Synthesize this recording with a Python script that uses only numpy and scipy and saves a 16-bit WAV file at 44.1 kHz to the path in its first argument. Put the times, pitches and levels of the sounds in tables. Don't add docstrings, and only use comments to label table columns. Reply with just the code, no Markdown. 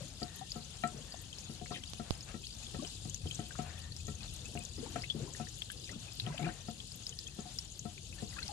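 import sys
import numpy as np
from scipy import signal
from scipy.fft import rfft, irfft, next_fast_len
from scipy.io import wavfile

SR = 44100
rng = np.random.default_rng(int(sys.argv[2]) if len(sys.argv) > 2 else 0)


def master(y):
    cut = np.clip(np.atleast_2d(y).T, -1, 1)
    pcm = np.round(cut * 32767)
    wavfile.write(sys.argv[1], SR, pcm.astype(np.int16))


N = 375732
T = np.arange(N) / SR

# (t/s, level/dB)
STREAM_FLOW = [(0.0, -53.5), (2.49, -53.5), (2.82, -50), (3.16, -54), (3.53, -51.5), (3.72, -55),
               (4.39, -52.5), (6.24, -53), (6.64, -54.5), (6.93, -53.5), (8.21, -53.5), (8.52, -50.5)]
# (start of full strength t/s, time held t/s, churn level/dB, froth level/dB)
SURGES = [(0, 0.015, -44.5, -65), (0.95, 0.046, -50, -72), (1.734, 0.075, -56, -66),
          (2.75, 0.091, -53, -73), (4.43, 0.18, -59.5, -87), (4.78, 0.23, -54.5, -67),
          (5.16, 0.13, -50, -85), (5.909, 0.017, -56, -57), (6.26, 0.074, -52.5, -62),
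          (6.422, 0.03, -49, -55), (6.472, 0.013, -48, -49), (8.38, 0.081, -65, -60.5)]
# (t/s, thump level/dB, hollow ring level/dB,
# brightness = overtone level over the ring/dB, factor on the ringing times)
GULPS = [(0.217, -32, -46, 2.5, 1), (0.558, -33, -48, -2, 0.95), (0.836, -29.5, -32.5, 8, 0.86),
         (1.495, -34.5, -61, 6, 0.85), (1.612, -37, -50.5, -14, 1), (1.707, -33.5, -43.5, 0.5, 0.93),
         (1.997, -32, -44, 0.5, 0.75), (2.342, -30, -54.5, 12, 0.52), (2.745, -33, -49.5, 10, 0.42),
         (3.052, -31, -56, 3, 0.47), (3.254, -30, -53.5, -2, 0.64), (3.39, -31.5, -45.5, 1, 0.96),
         (3.588, -33, -37, -2, 1.04), (4.081, -31.5, -50, 7.5, 0.94), (4.552, -33, -43, -8.5, 0.98),
         (4.78, -34, -66, 11, 0.73), (4.958, -32, -31.5, 0.5, 0.58), (5.144, -34, -67, -4, 1.24),
         (5.398, -33, -41.5, -4, 1), (5.956, -34.5, -70, -4, 0.59), (6.267, -32, -43, 2, 0.8),
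         (6.392, -37, -39.5, -8, 1.1), (6.466, -34, -40, 1, 0.63), (6.486, -38, -43, 0, 0.72),
         (6.683, -32, -47, 3, 0.76), (7.387, -31.5, -48.5, -3, 0.74), (7.455, -48, -49.5, -7, 0.76),
         (7.852, -33.5, -49, -0.5, 0.87), (8.223, -28, -47.5, -14, 0.51)]
# (f/Hz, relative level/dB, time to fall by 60 dB at length factor 1 t/s)
WALL_MODES = [(147.7, -5.5, 0.19), (221.2, -2.5, 0.14), (323.6, -9, 0.098), (419.4, -9, 0.083),
              (528, -10.5, 0.035)]
AIR_MODES = [(711.2, 4, 0.16), (820, -12, 0.062)]
OVERTONE_MODES = [(1319, 1.5, 0.093)]
UPPER_MODES = [(1869, 8.5, 0.061), (2360, 3, 0.042), (3120, 2, 0.018), (3970, 6, 0.025)]
# (t/s, level/dB, starting f/Hz)
SPITS = [(0.2303, -25, 4540), (0.5187, -24, 4760), (0.8757, -29.5, 7500), (1.385, -31.5, 5200),
         (1.837, -30.5, 3100), (2.208, -30.5, 4900), (2.469, -29.5, 4570), (2.8488, -33, 2950),
         (2.876, -30, 5570), (3.097, -26, 6650), (3.1446, -22.5, 6200), (3.347, -28.5, 7150),
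         (4.069, -29.5, 6260), (4.231, -33.5, 4070), (4.339, -33.5, 10200), (4.363, -35, 6630),
         (4.456, -32.5, 6840), (4.544, -37, 7650), (4.574, -32.5, 2620), (4.591, -30, 7900),
         (4.637, -34, 7700), (4.651, -27, 6360), (5.337, -29.5, 6600), (5.487, -31.5, 5860),
         (5.6198, -23.5, 3270), (5.701, -32.5, 3080), (5.718, -28, 10000), (5.916, -31.5, 6660),
         (6.199, -20, 3820), (6.264, -32, 2940), (6.3795, -28, 2800), (6.919, -31.5, 4700),
         (7.067, -24, 4870), (7.0933, -26, 6430), (7.189, -24.5, 4850), (7.276, -30, 6500),
         (7.587, -19.5, 5170), (7.793, -26.5, 6360), (8.48, -26, 5100)]
# (t/s, level/dB, starting f/Hz, cycles per ring time,
# rise in pitch as a share per ring time); a ring time is how long the tone takes to fall to 37 %
BUBBLES = [(.412, -41, 750, 7.6, 0.027), (.977, -41.5, 5750, 7.9, 0.013), (1.122, -35.5, 4570, 5.7, 0.035),
           (1.142, -40.5, 680, 2, 0.045), (1.328, -40, 3100, 8.8, 0.026), (1.66, -37, 1970, 1.5, 0.047),
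           (1.72, -38, 1110, 2.4, 0.041), (1.746, -41, 3020, 5.9, 0), (1.757, -44, 2150, 8.8, 0),
           (2.439, -37, 3200, 6, 0.02), (2.507, -39, 4720, 9, .01), (2.527, -44, 4700, 11, 0),
           (2.666, -40, 3400, 7.8, 0.0096), (2.732, -37.5, 125, 3.3, .03), (2.788, -37, 240, 2, .05),
           (2.793, -49.5, 1125, 8.1, 0.0024), (2.822, -44, 536, 5.1, 0.12), (2.841, -50, 700, 8.1, 0.045),
           (3.234, -34.5, 87, 1.8, 0.0011), (3.273, -36.5, 3160, 6.2, 0), (3.311, -29.5, 3020, 4.9, .03),
           (3.508, -40, 1570, 4.6, 0.024), (3.554, -40.5, 1250, 2.7, 0.05), (3.921, -34, 4320, 6.1, 0.029),
           (3.965, -29, 5300, 1.9, 0.0048), (4.206, -45.5, 2520, 13, 0), (4.456, -42.5, 2600, 16, 0.0066),
           (4.605, -47, 2520, 22, 0), (4.793, -42, 237, 4.2, 0.053), (4.826, -45, 440, 5, .06),
           (4.862, -43, 846, 3.4, 0.062), (5.02, -33, 4820, 8, 0.031), (5.036, -36.5, 2040, 6.5, .04),
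           (5.041, -36, 2620, 9.4, 0.0066), (5.1, -23.5, 3240, 12.7, 0.033), (5.154, -43, 325, 5.6, 0.057),
           (5.2, -41.5, 455, 4.2, .03), (5.216, -36.5, 130, 1.7, 0.023), (5.276, -47, 990, 4, 0.023),
           (5.349, -42, 1770, 4.5, 0.048), (5.47, -43.5, 1800, 5, 0.022), (5.7, -37.5, 1586, 4.9, 0.041),
           (5.893, -39, 1910, 5.2, .04), (6.221, -37, 117, 4.3, 0), (6.299, -37.5, 154, 2.7, 0),
           (6.304, -44.5, 985, 7.7, 0.018), (6.324, -49, 1570, 6.2, .03), (6.342, -41, 620, 4.1, 0.0095),
           (6.399, -44, 2100, 3.7, .03), (6.41, -39, 161, 3.9, 0), (6.427, -45, 810, 7, 0.0082),
           (6.437, -33, 164.6, 3.5, 0), (6.438, -36.5, 321, 4.5, .03), (6.489, -40.5, 1450, 5, 0.043),
           (6.802, -34, 3310, 5.5, 0.01), (7.125, -41, 2940, 7.7, 0.049), (7.268, -37.5, 3290, 13, 0.022),
           (7.283, -44, 2600, 13, 0.0012), (7.979, -40, 2380, 3.8, 0.057), (8.127, -41.5, 2540, 5.8, 0.013),
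           (8.183, -51.5, 1730, 15, 0.035), (8.326, -48, 1970, 8, 0), (8.364, -49, 1076, 10.5, 0.063),
           (8.365, -43.5, 1600, 9, 0.0051), (8.384, -39.5, 1280, 4.4, 0.077), (8.387, -39, 1760, 6.2, 0.03),
           (8.388, -39, 2525, 13, 0.021), (8.419, -48, 1540, 8.1, 0.024), (8.427, -46, 2030, 6.4, .04),
           (8.429, -29.5, 4030, 6.2, 0.033), (8.489, -43, 790, 9.2, 0.047), (8.512, -45, 715, 6, 0.075)]
# (start of full strength t/s, time held t/s, level/dB)
PATTER = [(2.22, 0.3, -66), (4.2, 0.16, -58.5), (5.88, 0.39, -58)]
# (t/s, level/dB)
WASH = [(0, -56.5), (.4, -66), (.66, -63), (.95, -61.5), (1.17, -64), (1.3, -66.5), (1.62, -67.5),
        (2.05, -60), (2.18, -61), (2.31, -62.5), (2.55, -67.5), (2.8, -61), (3.2, -68.5), (3.32, -58),
        (3.46, -63.5), (3.65, -54), (4.0, -70), (4.22, -62), (4.5, -70), (4.72, -66), (4.92, -62),
        (5.6, -63.5), (6.0, -64), (6.36, -54), (6.7, -70.5), (6.95, -64.5), (7.02, -65.5), (7.3, -75),
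        (7.45, -64), (7.8, -70.5), (8.0, -67.5), (8.28, -64.5), (8.52, -61)]
# (start of full strength t/s, time held t/s, level/dB)
HOLLOW = [(.27, 0.15, -63), (1.08, 0.12, -62), (3.65, 0.23, -63), (6.54, 0.088, -69.5), (7.13, 0.3, -73),
          (8.33, 0.064, -69)]
# (t/s, level/dB)
RUMBLE = [(0, -58), (2.6, -57.5), (3.2, -54), (3.5, -57), (4.2, -53.5), (5.6, -58), (7.7, -58.5),
          (7.95, -56.5), (8.52, -56.5)]
# (start of full strength t/s, time held t/s, level/dB)
DRONE = [(3.68, 0.37, -50)]
# (f/Hz, relative level/dB)
FIZZ_COLOUR = [(900, -19), (2200, -21.5), (2700, -4), (3400, 1), (4300, 1), (5800, -3.5), (6900, 1),
               (8000, -5.5), (10000, -8.5), (11300, -12.5), (12200, -22), (14500, -27)]
NECK_COLOUR = [(2520, -0.5), (3150, 1.5), (3900, -2), (4780, 4), (5950, -6.5), (6650, 5.5), (8500, -12.5)]
CHURN_COLOUR = [(30, -41), (70, 6.5), (140, 4.5), (230, 2), (350, -2), (520, -6.5), (720, -16.5),
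                (950, -19.5), (2000, -46), (6000, -77)]
SLURP_COLOUR = [(150, -35), (400, -11), (750, -5), (1400, 4.5), (2600, 6.5), (4000, -8), (8000, -8),
                (13000, -60)]
WASH_COLOUR = [(250, -19), (720, 4.5), (950, -2), (1500, -1.5), (2100, -4.5), (2700, -1), (6000, -45)]
HOLLOW_COLOUR = [(500, -55), (920, 0.5), (1600, -4), (1820, 15.5), (2100, -12), (2550, -12), (2760, 7),
                 (3100, -14), (6000, -67)]
OUTDOOR_COLOUR = [(15, -67), (25, -24), (34, 0), (48, 5), (110, 6), (150, 0.5), (300, -19.5), (450, -21.5),
                  (740, -40.5), (1100, -47), (2000, -68), (4000, -77)]
PORT_COLOUR = [(1100, 0), (1900, -16), (2800, -2.5)]
# (f/Hz, left minus right level/dB)
BALANCE = [(30, 7.5), (120, 5), (250, 7.5), (500, 12), (1300, 12), (2400, 9.5), (3200, 8.5), (4500, 5),
           (5800, 5), (8100, 18), (11500, 6)]

CLUMP_DB = 2
CHURN_DB = -61.5
SURGE_RISE_S, SURGE_FALL_S = 0.043, 0.076
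UPPER_DB, UPPER_GROWTH = -16, 1.5
SLOSH_DEPTH, SLOSH_PER_S = 0.0067, 55
RING_RISE_PER_S = 0.32
GULP_SPLASH_DB, GULP_SPLASH_T60 = -13.5, 0.15
TRICKLE_START_S, TRICKLE_LENGTH_S = 1.708, 0.072
TRICKLE_DB, TRICKLE_FIRST_HZ, TRICKLE_LAST_HZ = -44.5, 5540, 2110
WASH_DB, WASH_SWAY_DB = -2.5, 3.5
WASH_PER_CHURN_DB, WASH_PER_HISS_DB = -23, -16
HISS_RISE_S, HISS_FALL_S = 0.025, 0.13
EDGE_HZ = 14650


def stream():
    hiss = noise(FIZZ_COLOUR, own_share=3.6)
    crackle = swarm(1808, 11750, per_s=700, cycles=4.5, spread_db=3, wet_db=4)
    crackle = unit(colour(crackle, FIZZ_COLOUR))
    tinkle = swarm(2400, 7800, per_s=90, cycles=11, spread_db=2.6, wet_db=-3)
    tinkle = unit(colour(tinkle, NECK_COLOUR))
    tinkle = tinkle * amp(CLUMP_DB * wander(per_s=6.9))
    ticks = swarm(5500, 12000, per_s=22, cycles=1.6, spread_db=4, wet_db=0)
    flow = level(STREAM_FLOW) * amp(1.03 * wander(per_s=11.0))
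    return flow * (amp(-2.3) * hiss + amp(-3) * crackle + amp(-7.5) * tinkle + amp(-17) * ticks)


def gurgle():
    churn = swarm(110, 1100, per_s=330, cycles=4.5, spread_db=1.5, wet_db=-7)
    churn = unit(colour(churn, CHURN_COLOUR))
    slurp = swarm(583, 5270, per_s=350, cycles=7, spread_db=2, wet_db=-4)
    slurp = unit(colour(slurp, SLURP_COLOUR))
    surge, froth = surging()
    return churn * (amp(CHURN_DB) + surge) + slurp * froth


def surging():
    rows = np.array(SURGES)
    churn = swells(rows[:, [0, 1, 2]], SURGE_RISE_S, SURGE_FALL_S)
    froth = swells(rows[:, [0, 1, 3]], SURGE_RISE_S, SURGE_FALL_S)
    return churn, froth


def gulps():
    out, slop, splash = np.zeros((2, N)), np.zeros(N), np.zeros(N)
    t = np.arange(SR // 5) / SR
    for s, thump_db, ring_db, bright_db, length in GULPS:
        walls = amp(thump_db) * ring(WALL_MODES, 0.003, length)
        air = amp(ring_db) * ring(AIR_MODES, 0.0012, length)
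        air += amp(ring_db + bright_db) * ring(OVERTONE_MODES, 0.004, length)
        upper_db = ring_db + UPPER_DB + UPPER_GROWTH * bright_db
        air += amp(upper_db) * ring(UPPER_MODES, 0.0015, length)
        add(out, s, scatter(walls + air, wet_db=-6.5, t60=0.16))
        add(slop, s, amp(thump_db - 11.5 - 60 * t / 0.15) * (1 - np.exp(-t / 0.0021)))
        add(splash, s, amp(ring_db + GULP_SPLASH_DB - 60 * t / GULP_SPLASH_T60))
    slop_sound = slop * noise(CHURN_COLOUR, own_share=0.92)
    splash_sound = splash * noise(WASH_COLOUR, own_share=0.85)
    return out + slop_sound + splash_sound


def ring(modes, rise_s, length):
    t = np.arange(SR // 5) / SR
    tones = np.zeros(len(t))
    for hz, db, t60 in modes:
        strength = amp(db + rng.normal(0, 1.03) - 60 * t / (t60 * length))
        slosh = np.interp(t * SLOSH_PER_S, np.arange(64), rng.standard_normal(64))
        pitch = hz * (rng.normal(1, 0.0057) + RING_RISE_PER_S * t + SLOSH_DEPTH * slosh)
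        cycles = np.cumsum(pitch) / SR + rng.random()
        tones += strength * np.sin(2 * np.pi * cycles)
    return tones * (1 - np.exp(-t / rise_s))


def spits():
    out = np.zeros((2, N))
    for s, db, hz in SPITS:
        ping = bubble(hz, cycles=2.85)
        tick = amp(-11.5) * bubble(10000, cycles=1.0)
        add(ping, 0, tick)
        rattled = scatter(ping, wet_db=0, t60=0.03)
        add(out, s, amp(db) * rattled)
    return out


def plinks():
    out = np.zeros((2, N))
    for s, db, hz, cycles, rise in BUBBLES:
        large = bubble(hz, cycles, rise)
        small = bubble(1.26 * hz, cycles=0.94)
        add(out, s, amp(db) * scatter(large, wet_db=-5, t60=0.06))
        add(out, s, amp(db - 5) * scatter(small, wet_db=10, t60=0.06))
    return out


def trickle(count=70):
    out = np.zeros((2, N))
    for k, (late, spread, size) in enumerate(rng.standard_normal((count, 3))):
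        along = (k + .5) / count
        hz = TRICKLE_FIRST_HZ * (TRICKLE_LAST_HZ / TRICKLE_FIRST_HZ) ** along
        hz *= np.exp(.17 * spread)
        swell = np.sin(np.pi * along) ** .5 * amp(TRICKLE_DB + 2 * size)
        s = TRICKLE_START_S + TRICKLE_LENGTH_S * (along + late / count)
        add(out, s, swell * scatter(bubble(hz, cycles=5), wet_db=-2, t60=0.05))
    return out


def patter():
    drops = swarm(2400, 6500, per_s=220, cycles=6, spread_db=2.5, wet_db=-2)
    return drops * swells(PATTER, rise_s=0.04, fall_s=0.06)


def knocks():
    out, t = np.zeros(N), np.arange(SR // 8) / SR
    snap = bubble(4000, cycles=0.5)
    age = t / 0.0032
    push = (1 - age) * np.exp(-age)
    swing = np.sin(2 * np.pi * 72 * t) * amp(-60 * t / 0.097)
    add(out, 1.935, amp(-18.5) * snap)
    add(out, 1.935, amp(-34.0) * push)
    add(out, 2.1078, amp(-14.5) * snap)
    add(out, 2.1078, amp(-14.5) * push - amp(-26.5) * swing)
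    return np.array([np.zeros(N), colour(out, PORT_COLOUR)])


def wash():
    churn, _ = surging()
    splash = level(WASH) * amp(WASH_DB + WASH_SWAY_DB * wander(per_s=10))
    splash += amp(WASH_PER_CHURN_DB) * churn
    splash += amp(WASH_PER_HISS_DB) * swells(HOLLOW, HISS_RISE_S, HISS_FALL_S)
    return splash * noise(WASH_COLOUR, own_share=1.0)


def hollow_hiss():
    return swells(HOLLOW, HISS_RISE_S, HISS_FALL_S) * noise(HOLLOW_COLOUR, own_share=1.0)


def outdoors():
    rumble = amp(5.5) * noise(OUTDOOR_COLOUR, own_share=0.28) * level(RUMBLE)
    hum = unit(np.sin(2 * np.pi * 82 * T + .5 * wander(per_s=1.5)))
    return rumble + hum * swells(DRONE, rise_s=0.2, fall_s=0.84)


def bubble(hz, cycles, rise=0.035):
    samples = np.arange(int(7 * cycles / hz * SR) + 2)
    age = samples * hz / cycles / SR
    envelope = 2 * (1 - np.exp(-3.5 * age)) * np.exp(-age)
    return envelope * np.sin(2 * np.pi * cycles * (age + rise * age ** 2 / 2))


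def swarm(low_hz, high_hz, per_s, cycles, spread_db, wet_db, count=70):
    kinds = []
    for hz in np.geomspace(low_hz, high_hz, count):
        one = bubble(hz, cycles * rng.uniform(1.0, 1.09))
        kinds.append(hz * scatter(one, wet_db, t60=0.04))
    out = np.zeros((2, N))
    for when, kind, chance in rng.random((int(per_s * N / SR), 3)).tolist():
        size = max(chance, .02) ** (-spread_db * np.log(10) / 20)
        add(out, when * N / SR, size * kinds[int(kind * count)])
    return unit(out)


def scatter(x, wet_db, t60):
    t = np.arange(2048) / SR
    tail = rng.standard_normal((2, len(t)))
    tail = tail * (rng.random((2, len(t))) < .15)
    tail = tail * (t > .0007) * amp(-60 * t / t60)
    paths = amp(wet_db) * tail / np.linalg.norm(tail, axis=1, keepdims=True)
    paths[[0, 1], [0, 6]] += 1
    return signal.fftconvolve(x[None], paths, axes=1) / np.sqrt(1 + amp(2 * wet_db))


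def noise(points, own_share):
    shared = rng.standard_normal(N)
    own = rng.standard_normal((2, N))
    return unit(colour(shared + own_share * own, points))


def wander(per_s):
    t = T[::64]
    smooth = 1 / (1 + (np.fft.rfftfreq(len(t), t[1]) / per_s) ** 4)
    drift = irfft(rfft(rng.standard_normal(len(t))) * smooth, len(t))
    return np.interp(T, t, unit(drift))


def swells(rows, rise_s, fall_s):
    t = T[::64]
    gain = np.zeros(len(t))
    for s, length, db in rows:
        corners = [s - rise_s, s, s + length, s + length + fall_s]
        gain += amp(db) * np.interp(t, corners, [0, 1, 1, 0]) ** 2
    return np.interp(T, t, gain)


def level(curve):
    return amp(np.interp(T, *np.transpose(curve)))


def colour(x, points):
    size = next_fast_len(N + SR // 10, True)
    gain = amp(read(points, np.fft.rfftfreq(size, 1 / SR)))
    return irfft(rfft(x, size) * gain, size)[..., :N]


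def read(points, hz):
    f, value = np.transpose(points)
    return np.interp(np.log(hz + 1), np.log(f + 1), value)


def add(mix, s, sound):
    part = mix[..., max(round(s * SR), 0):][..., :sound.shape[-1]]
    part += sound[..., :part.shape[-1]]


def unit(x):
    return x / np.sqrt(np.mean(x ** 2) + 1e-20)


def amp(db):
    return 10 ** (np.asarray(db) / 20)


def scene():
    pour = stream() + gurgle() + gulps() + spits() + plinks() + trickle() + patter()
    sound = pour + wash() + hollow_hiss() + outdoors()
    hz, tilt_db = np.transpose(BALANCE)
    left_db = 20 * np.log10(2 / (1 + amp(-tilt_db)))
    left = colour(sound[0], np.c_[hz, left_db])
    right = colour(sound[1], np.c_[hz, left_db - tilt_db])
    return np.array([left, right]) + knocks()


def record(dry):
    lowpass = signal.firwin(401, EDGE_HZ, window=("kaiser", 8), fs=SR)
    return signal.oaconvolve(dry, lowpass[None], "same")


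dry = scene()
out = record(dry)
master(out)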